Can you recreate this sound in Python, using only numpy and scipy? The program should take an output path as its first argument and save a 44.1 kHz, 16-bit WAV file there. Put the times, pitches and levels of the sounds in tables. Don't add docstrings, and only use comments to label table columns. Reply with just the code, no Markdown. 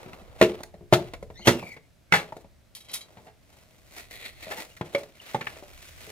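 import sys
import numpy as np
from scipy import signal
from scipy.fft import rfft, irfft, next_fast_len
from scipy.io import wavfile
from scipy.ndimage import uniform_filter1d, minimum_filter1d

SR = 44100
rng = np.random.default_rng(int(sys.argv[2]) if len(sys.argv) > 2 else 0)


def wav_out(sig):
    wavfile.write(sys.argv[1], SR, np.round(np.clip(np.atleast_2d(sig).T, -1, 1) * 32767).astype(np.int16))


N = 269658

# (thud/dB, thud f/Hz, kerb/dB, shell/dB, shell f/Hz, crack/dB, crush time/s, freedom to ring/0-1)
CHOP_HITS = [(0.413, 0.011, 25, (-1.5, 643, -21, -8, 1769.5, -19, .0054, .3),
             (0, 424, -10, -11, 2600, -16, .0076, .22)),
             (0.926, .008, 10, (2.5, 594.5, -11, -10, 1400, -18, .0069, .3),
             (-4, 499.5, -18, -7, 3400, -13, .005, .25)),
             (1.472, .009, 4, (-6, 560, -20, -5, 3080, -12, .006, .3),
             (2, 520, -8, -10, 2019.5, -9.5, .009, .25)),
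             (2.123, .013, 20, (-18, 852, -21, -1, 2050, -19, .006, .9),
             (-9.5, 892, -20, -9, 2250, -17.5, .014, .6))]

def chops():
    out = np.zeros((2, N))
    for start, wait, focus_db, *touches in CHOP_HITS:
        for at, touch in zip((start, start + wait), touches):
            thud_db, thud_hz, kerb_db, shell_db, shell_hz, crack_db, crush_s, free = touch
            blow(out, at, thud_db, thud_hz, focus_db, kerb_db, shell_db, crack_db, crush_s, free,
                 shell_hz, first_touch=15.5)
    return out


# t/s, thud/dB, thud f/Hz, focus/(dB per octave), kerb/dB, shell/dB, crack/dB, crush time/s,
# freedom to ring/0-1
KERB_KNOCKS = [(0.059, -41, 286, 17, -41, -47, -68.5, .008, .9),
               (0.132, -41, 580, 34, -44, -31, -46, .002, .26),
               (0.217, -44, 646, -2, -48, -58, -49, .005, .4),
               (0.605, -30, 610, 10, -50, -41.5, -44, .005, .12),
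               (0.633, -33.5, 830, 8, -51, -52, -26, .002, .7),
               (0.741, -35, 495, 41, -44.5, -55.5, -51, .006, .5),
               (0.81, -40, 369, 15, -46, -77, -75, .006, .9),
               (1.136, -24, 590, 24, -62, -32, -36, .004, .2),
               (1.227, -28, 575, 34, -41.5, -49, -40, .004, .35),
               (1.302, -31, 610, 18, -50, -43.5, -62, .004, .3),
               (1.394, -40, 630, 14, -44, -51, -54, .01, .9),
               (1.627, -26.5, 780, 28, -37, -51, -54, .006, .24),
               (1.669, -47, 245, 24, -58, -58, -56, .005, .34),
               (1.766, -37.5, 662, 14, -62, -40.5, -58.5, .005, .35),
               (2.323, -25.5, 882, 44, -54, -45, -49, .005, .26),
               (2.367, -30, 590, 14, -55, -46, -44, .004, .34),
               (2.445, -41, 567, 18, -50, -51.5, -70, .007, .2),
               (3.171, -38, 930, 13, -45, -43, -58, .01, .4),
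               (3.268, -40, 909, 14.5, -60.5, -46.5, -50.5, .015, .6),
               (4.469, -33, 650, 26, -46, -44, -40, .003, .6),
               (4.511, -32, 768, 34.5, -50, -26, -38, .008, .9),
               (4.578, -35, 830, 27, -47, -33, -44, .007, .7),
               (4.766, -57, 624, 26, -56, -40.5, -39.5, .007, .9),
               (4.811, -16.5, 463, 9.5, -23.5, -28, -48, .005, .3),
               (4.948, -14, 570, 60, -54, -14.5, -33, .004, .6),
               (4.981, -33, 536, 14, -65, -42, -35, .005, .5),
               (5.033, -33, 565, 40, -62, -46, -36, .003, .25),
               (5.201, -60, 740, 18, -67, -54, -70, .005, .9),
               (5.346, -13, 850, 14, -52, -24, -39, .008, .2),
               (5.41, -35, 249, 21, -53, -24, -44, .005, .38),
               (5.469, -36, 900, 30, -67, -17, -55, .003, .6),
               (5.567, -38, 590, 45, -60, -47, -43, .006, .5),
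               (5.625, -36, 560, 45, -60, -57, -54, .005, .9),
               (6.074, -41, 445, 21.5, -58, -48, -74, .006, .9)]

def knocks():
    out = np.zeros((2, N))
    for knock in KERB_KNOCKS:
        blow(out, *knock, shell_hz=2200, first_touch=6.5)
    return out


# f/Hz, level/dB, free ring time/s
KERB_TONES = [(69.9, -8.5, 0.17), (88.2, -10.5, 0.04), (125, -1, 0.014), (182, 2.5, 0.35), (206.6, 4, 0.3)]
NUT_TONES = [(250, -3.5, 0.35), (286, -9, 0.29), (353, -4, .12), (353.5, 0.5, 0.41), (433.8, 1, 0.39),
             (478.7, -10.5, 0.21), (529.6, -4, 0.097), (574.5, 1, .18), (643.5, -3, 0.3), (735, 1, .08),
             (848, -3, 0.22), (891, -7, 0.057)]
SHELL_TONES = [(1119, -2.5, 0.017), (1343, -1.5, 0.12), (1577, -1, 0.12), (1830, -8, 0.065),
               (1720, 10, 0.025), (1850, 2, 0.026), (2129, 4, 0.033), (2300, 3.5, 0.042), (2625, 4.5, 0.03),
               (2940, -13.5, 0.013), (2940, -0.5, 0.019), (3275, -6.5, 0.072), (3400, 4.5, 0.024),
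               (3840, -6.5, 0.05), (3915, -14, 0.036)]
# f/Hz, level/dB
CRACK_SPECTRUM = [(710, -49), (1200, -12), (1640, -3), (2190, -6), (2890, -19), (4290, -6.5), (4770, -15),
                  (5850, -12.5), (8880, -16), (15500, -23.5)]

def blow(out, start, thud_db, thud_hz, focus_db, kerb_db, shell_db, crack_db, crush_s, free,
         shell_hz, first_touch):
    push = crush(crush_s, first_touch)
    splinters = crush(1.77 * crush_s, first_touch=2.5)
    kerb = amp(kerb_db) * ring(push, KERB_TONES, 185, focus_db=9.5, free=.47, spread_db=2.7)
    thud = amp(thud_db) * ring(push, NUT_TONES, thud_hz, focus_db, free, spread_db=2.1)
    shell = amp(shell_db) * ring(splinters, SHELL_TONES, shell_hz, min(focus_db, 22), free, spread_db=.91)
    crack = amp(crack_db) * peak_one(colour(splinters, CRACK_SPECTRUM))
    add(out, start, kerb + thud + shell + crack, pan_db=1.6 * rng.standard_normal())


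def crush(decay_s, first_touch):
    t = np.arange(SR // 6) / SR
    contacts = unit(clicks(len(t), per_s=6000, spread_db=1.7))
    push = contacts * np.exp(-t / np.clip(decay_s, .001, .03)) * np.minimum(t / .0016, 1)
    push[0] += first_touch
    return push


def ring(push, tones, centre_hz, focus_db, free, spread_db):
    hz, db, ring_s = np.transpose(tones)[:, :, None]
    t = np.arange(len(push)) / SR
    hz = hz * (1 + .016 * rng.standard_normal(hz.shape))
    octaves_away = np.abs(np.log2(hz / centre_hz))
    db = db + spread_db * rng.standard_normal(hz.shape) - focus_db * octaves_away
    fade_db = 60 * t / (ring_s * np.clip(free, .1, 1.5))
    ringing = amp(db - fade_db) * np.sin(2 * np.pi * hz * t)
    return peak_one(-signal.fftconvolve(push, ringing.sum(0))[:len(t)])


# t/s, scrape/dB, ring/dB
BLADE_TOUCHES = [(2.7501, -27.5, -42.5), (2.7642, -34.5, -41), (2.805, -40.5, -41.5), (2.847, -47.5, -48),
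                 (2.8862, -47, -41), (2.8946, -47, -34.5), (2.915, -34, -44), (2.9332, -25, -36),
                 (2.9379, -15.5, -29.5), (2.9536, -22.5, -33.5), (3.009, -40, -34.5)]
# f/Hz, level/dB, free ring time/s
BLADE_TONES = [(2280, 1.5, 0.092), (2580, 2, 0.038), (3190, 2.5, 0.075), (3890, -0.5, 0.14), (4550, -6, .1),
               (4214, -10, 0.074), (5580, -2.5, 0.11), (6500, -1.5, .08), (7530, -4, 0.055),
               (9400, -6, 0.071), (10110, -6, 0.041), (12600, -5, 0.049)]
# f/Hz, level/dB
SCRAPE_SPECTRUM = [(530, -40), (900, -27), (1710, -6.5), (2150, -12), (2660, -11), (3220, 0), (7960, -6.5),
                   (10200, 0), (15500, -13.5)]

def blade_laid_down():
    out = np.zeros((2, N))
    for start, scrape_db, ring_db in BLADE_TOUCHES:
        push = crush(decay_s=.015, first_touch=5.3)
        steel = ring(push, BLADE_TONES, centre_hz=4120, focus_db=11.5, free=.4, spread_db=.77)
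        scrape = peak_one(colour(push, SCRAPE_SPECTRUM))
        add(out, start, amp(ring_db) * steel + amp(scrape_db) * scrape)
    return out


# loudest t/s, swell/s, fade/s, middle/dB, treble/dB, low/dB
FIBRE_PULLS = [(0.0, .1, 0.54, -51.5, -59, -45.5), (0.395, .03, .03, -50, -56, -48),
               (1.46, .012, 0.0233, -33.5, -38, -35.5), (1.741, 0.6, 0.03, -63.5, -59.5, -61.5),
               (2.42, .1, -0.14, -69.5, -65, -61.5), (2.91, 0.05, 0.19, -51.5, -73, -56),
               (3.271, 0.57, -0.04, -65, -65.5, -58), (3.53, 0.18, 0.8, -61.5, -64, -63.5),
               (3.995, .11, .06, -44, -43.5, -47), (4.108, .008, .18, -54, -51, -57.5),
               (4.27, .14, .05, -47, -48.5, -50.5), (4.44, .08, 0.03, -45, -46, -48),
               (4.515, .05, .05, -42, -46, -40), (4.601, .1, 0.0754, -40, -41.5, -41),
               (4.72, .1, .15, -58, -59, -66), (4.85, 0, .12, -50, -56, -50),
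               (5.0, 0.105, 0.08, -47.5, -51.5, -46), (5.28, .14, .25, -46, -51.5, -54.5),
               (5.54, 0.38, 0.15, -50, -56, -51.5), (5.68, 0.2, .1, -63, -65, -57.5),
               (5.85, .25, .25, -52, -54, -64), (6.05, .25, .6, -46, -49, -53)]
# loudest t/s, swell/s, fade/s, level/dB
FIBRE_RIPS = [(4.0, .1, .06, -46), (4.11, .008, .25, -51), (4.265, .14, .05, -41.5), (4.44, .08, .08, -44),
              (4.6, .08, .05, -44)]
# f/Hz, level/dB
RUSTLE_SPECTRUM = [(150, -10.5), (420, -8), (630, -3.5), (900, -11.5), (1300, -10.5), (1600, -6),
                   (1900, -7.5), (2300, -4.5), (2900, -8), (3500, -10), (4100, -12), (4800, -17.5),
                   (9500, -23.5), (15500, -26.5)]
RASP_SPECTRUM = [(1300, -30), (1650, -14), (1900, 0), (2200, -6), (2450, -4), (2800, -12), (3300, -5),
                 (4300, -5), (4800, -24), (8000, -40)]

def tearing_fibre():
    settling = [(start + .077, .03, .14, -45, -55.5, -42) for start, *_ in CHOP_HITS]
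    brushing = [(start, .018, .01, -52, -58, -52) for start, *_ in CHOP_HITS]
    snaps = unit(clicks(N, per_s=2500 * amp(6 * drift(30)), spread_db=4))
    rub = snaps + .58 * rng.standard_normal((2, N))
    fibre = colour(rub, RUSTLE_SPECTRUM)
    bands = [signal.sosfilt(signal.butter(3, edges_hz, "band", fs=SR, output="sos"), fibre)
             for edges_hz in ([1200, 5000], [5000, 17000], [200, 1200])]
    gains = swells(FIBRE_PULLS + settling + brushing)
    rustle = sum(gain * unit(band) for gain, band in zip(gains, bands))
    rasp = swells(FIBRE_RIPS) * unit(colour(rub, RASP_SPECTRUM))
    return rustle + rasp


def swells(rows):
    t, gains = np.arange(N) / SR, 0
    for peak_s, swell_s, fade_s, *db in rows:
        before = (peak_s - t) / max(swell_s, .01)
        after = (t - peak_s) / max(fade_s, .01)
        gains = gains + amp(db)[:, None] * amp(-20 * np.maximum(before, after))
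    return gains


# t/s, f/Hz, level/dB, pitch tremble/Hz (capped at 110), overtones/dB
BIRD_CALLS = [
    [(1.34, 1796, -72.5, 59.4, 6.5), (1.365, 1946, -54.5, 90, -2), (1.39, 2094, -52, 200, 5),
     (1.42, 2150, -54, 200, 2), (1.46, 2130, -57.5, 150, -3)],
    [(1.41, 2710, -59, 94, -15), (1.43, 3053, -49, 119, -27), (1.47, 3150, -33.5, 120, 1),
     (1.56, 2826, -49, 119, -11), (1.62, 2550, -45, 121, -18), (1.66, 2327, -48.5, 89, -22),
     (1.72, 2250, -43, 120.4, -15.5), (1.76, 2140, -50.5, 119, -23), (1.8, 2180, -65, 81.6, -21),
     (1.88, 2145, -68, 79.7, -17)],
    [(4.69, 2600, -70, 61, -23), (4.71, 2800, -54.5, 60, -22), (4.74, 3020, -68.5, 60, -13)],
    [(5.195, 3100, -61, 82, -21), (5.205, 2790, -46.5, 80, -24.5), (5.225, 2320, -71, 80, -21)],
]

def bird():
    out, t = 0, np.arange(N) / SR
    for call in BIRD_CALLS:
        hz, db, tremble_hz, overtone_db = in_time(call)
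        pitch_hz = hz + np.minimum(tremble_hz, 110) * drift(160)
        phase = 2 * np.pi * np.cumsum(pitch_hz) / SR
        voice = np.sin(phase) + amp(overtone_db) * (np.sin(2 * phase) + .4 * np.sin(3 * phase))
        calling = (t > call[0][0]) & (t < call[-1][0])
        out = out + voice * amp(db + 3.7 * drift(150)) * calling
    return out * amp([[1.5], [-1.5]])


# f/Hz, time to fade 60 dB/s
ECHO_TIMES = [(100, .35), (450, 0.29), (1500, 0.16), (4000, 0.18), (12000, 0.17)]
# f/Hz, level/dB, share common to left and right/0-1
ECHO_MIX = [(100, -18.5, 0.96), (500, -16, 0.94), (1510, -20.5, 0.32), (5000, -17, 0.056),
            (14970, -15, .05)]
# f/Hz, phase/radians
LEFT_LEAD = [(100, 0.05), (500, 0.057), (1200, 0.99), (1600, 2.46), (2200, 7.94), (3000, 7.64),
             (4500, 8.02), (8000, 8.14), (16000, 7.43)]

def yard(sound):
    size = next_fast_len(N + SR)
    radians_per_sample = 2 * np.pi * np.arange(size // 2 + 1) / size
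    fade_s = np.maximum(at_hz(ECHO_TIMES, size), .05)
    echoes = np.zeros((2, len(fade_s)), complex)
    for k, lag in enumerate((rng.uniform(.007, .034, 16) * SR).astype(int)):
        bounce = amp(-60 * lag / SR / fade_s) * np.exp(-1j * radians_per_sample * lag)
        echoes[k % 2] += (-1) ** (k // 2) * bounce / (1 - bounce)
    level = amp(at_hz([row[:2] for row in ECHO_MIX], size))
    common = np.clip(at_hz([row[::2] for row in ECHO_MIX], size), 0, 1)
    echoes = level * (common * echoes[::-1] + echoes) / np.sqrt(1 + common ** 2)
    direct = np.array([np.ones_like(level), np.exp(-1j * at_hz(LEFT_LEAD, size))])
    return irfft(rfft(sound, size) * (direct + echoes), size)[:, :N]


# t/s, level/dB
WIND_LEVELS = [(0.0, -51), (0.85, -55), (0.98, -50), (1.55, -51), (1.84, -66), (2.01, -65), (2.25, -57),
               (2.5, -59.5), (2.89, -68.5), (3.35, -62), (3.95, -61.5), (4.46, -56), (4.63, -62),
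               (5.36, -60.5), (5.43, -56.5), (6.11, -51)]
# f/Hz, level/dB
WIND_SPECTRUM = [(12, -31.5), (20, -6.5), (64, 2.5), (139, -8), (182, -24.5), (265, -18), (300, -20),
                 (390, -60.5), (660, -120)]

def wind():
    rumble = stereo_noise(WIND_SPECTRUM, width=1.9)
    return rumble * amp(in_time(WIND_LEVELS)[0] + 1.513 * drift(2.3))


# f/Hz, level/dB
HUM_SPECTRUM = [(59, -12.5), (100, 3), (313, -8), (497, -14.5), (627, -7), (758, -15.5), (1060, -19.5),
                (2180, -18), (2930, -21.5), (3930, -21.5), (15500, -32)]

def far_hum():
    return amp(-62) * stereo_noise(HUM_SPECTRUM, width=1.2)


def stereo_noise(spectrum, width):
    shared, *own = rng.standard_normal((3, N))
    return unit(colour(shared + width * np.array(own), spectrum))


def colour(x, spectrum):
    cepstrum = irfft(np.log(amp(at_hz(spectrum, 2048))))
    cepstrum[1:1024] *= 2
    cepstrum[1025:] = 0
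    taps = irfft(np.exp(rfft(cepstrum)))
    taps = taps.reshape((1,) * (x.ndim - 1) + (-1,))
    return signal.fftconvolve(x, taps, axes=-1)[..., :x.shape[-1]]


def clicks(count, per_s, spread_db):
    sizes = amp(spread_db * np.minimum(rng.exponential(1, count), 5))
    return sizes * rng.choice([-1, 1], count) * (rng.random(count) < per_s / SR)


def drift(rate_hz):
    pole = np.exp(-2 * np.pi * rate_hz / SR)
    return unit(signal.lfilter([1], [1, -2 * pole, pole * pole], rng.standard_normal(N + SR))[SR:])


def in_time(rows):
    times, *columns = np.transpose(rows)
    return [np.interp(np.arange(N) / SR, times, column) for column in columns]


def at_hz(points, size):
    hz, value = np.transpose(points)
    grid_hz = np.maximum(np.arange(size // 2 + 1) * SR / size, 1)
    return np.interp(np.log(grid_hz), np.log(hz), value)


def add(out, start_s, sound, pan_db=0):
    i = round(start_s * SR)
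    out[:, i:i + len(sound)] += sound[:N - i] * amp([[pan_db / 2], [-pan_db / 2]])


def amp(db):
    return 10 ** (np.asarray(db) / 20)


def unit(x):
    return x / np.sqrt(np.mean(x ** 2) + 1e-20)


def peak_one(x):
    return x / (np.abs(x).max() + 1e-12)


def scene():
    bass_cut = signal.butter(3, 95, "high", fs=SR, output="sos")
    blows = signal.sosfilt(bass_cut, chops() + knocks())
    return yard(blows + blade_laid_down() + tearing_fibre() + bird()) + wind() + far_hum()


def record(dry):
    ceiling, release_db_per_s, cutoff_hz = .93, 57.3, 16536
    over_db = np.maximum(20 * np.log10(np.abs(dry).max(0) / ceiling + 1e-9), 0)
    release_db = release_db_per_s * np.arange(N) / SR
    held_db = np.maximum.accumulate(over_db + release_db) - release_db
    held_db = uniform_filter1d(-minimum_filter1d(-held_db, size=89), size=89)
    treble_cut = signal.cheby2(12, 60, cutoff_hz, fs=SR, output="sos")
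    return signal.sosfilt(treble_cut, dry * amp(-held_db))


dry = scene()
out = record(dry)
wav_out(out)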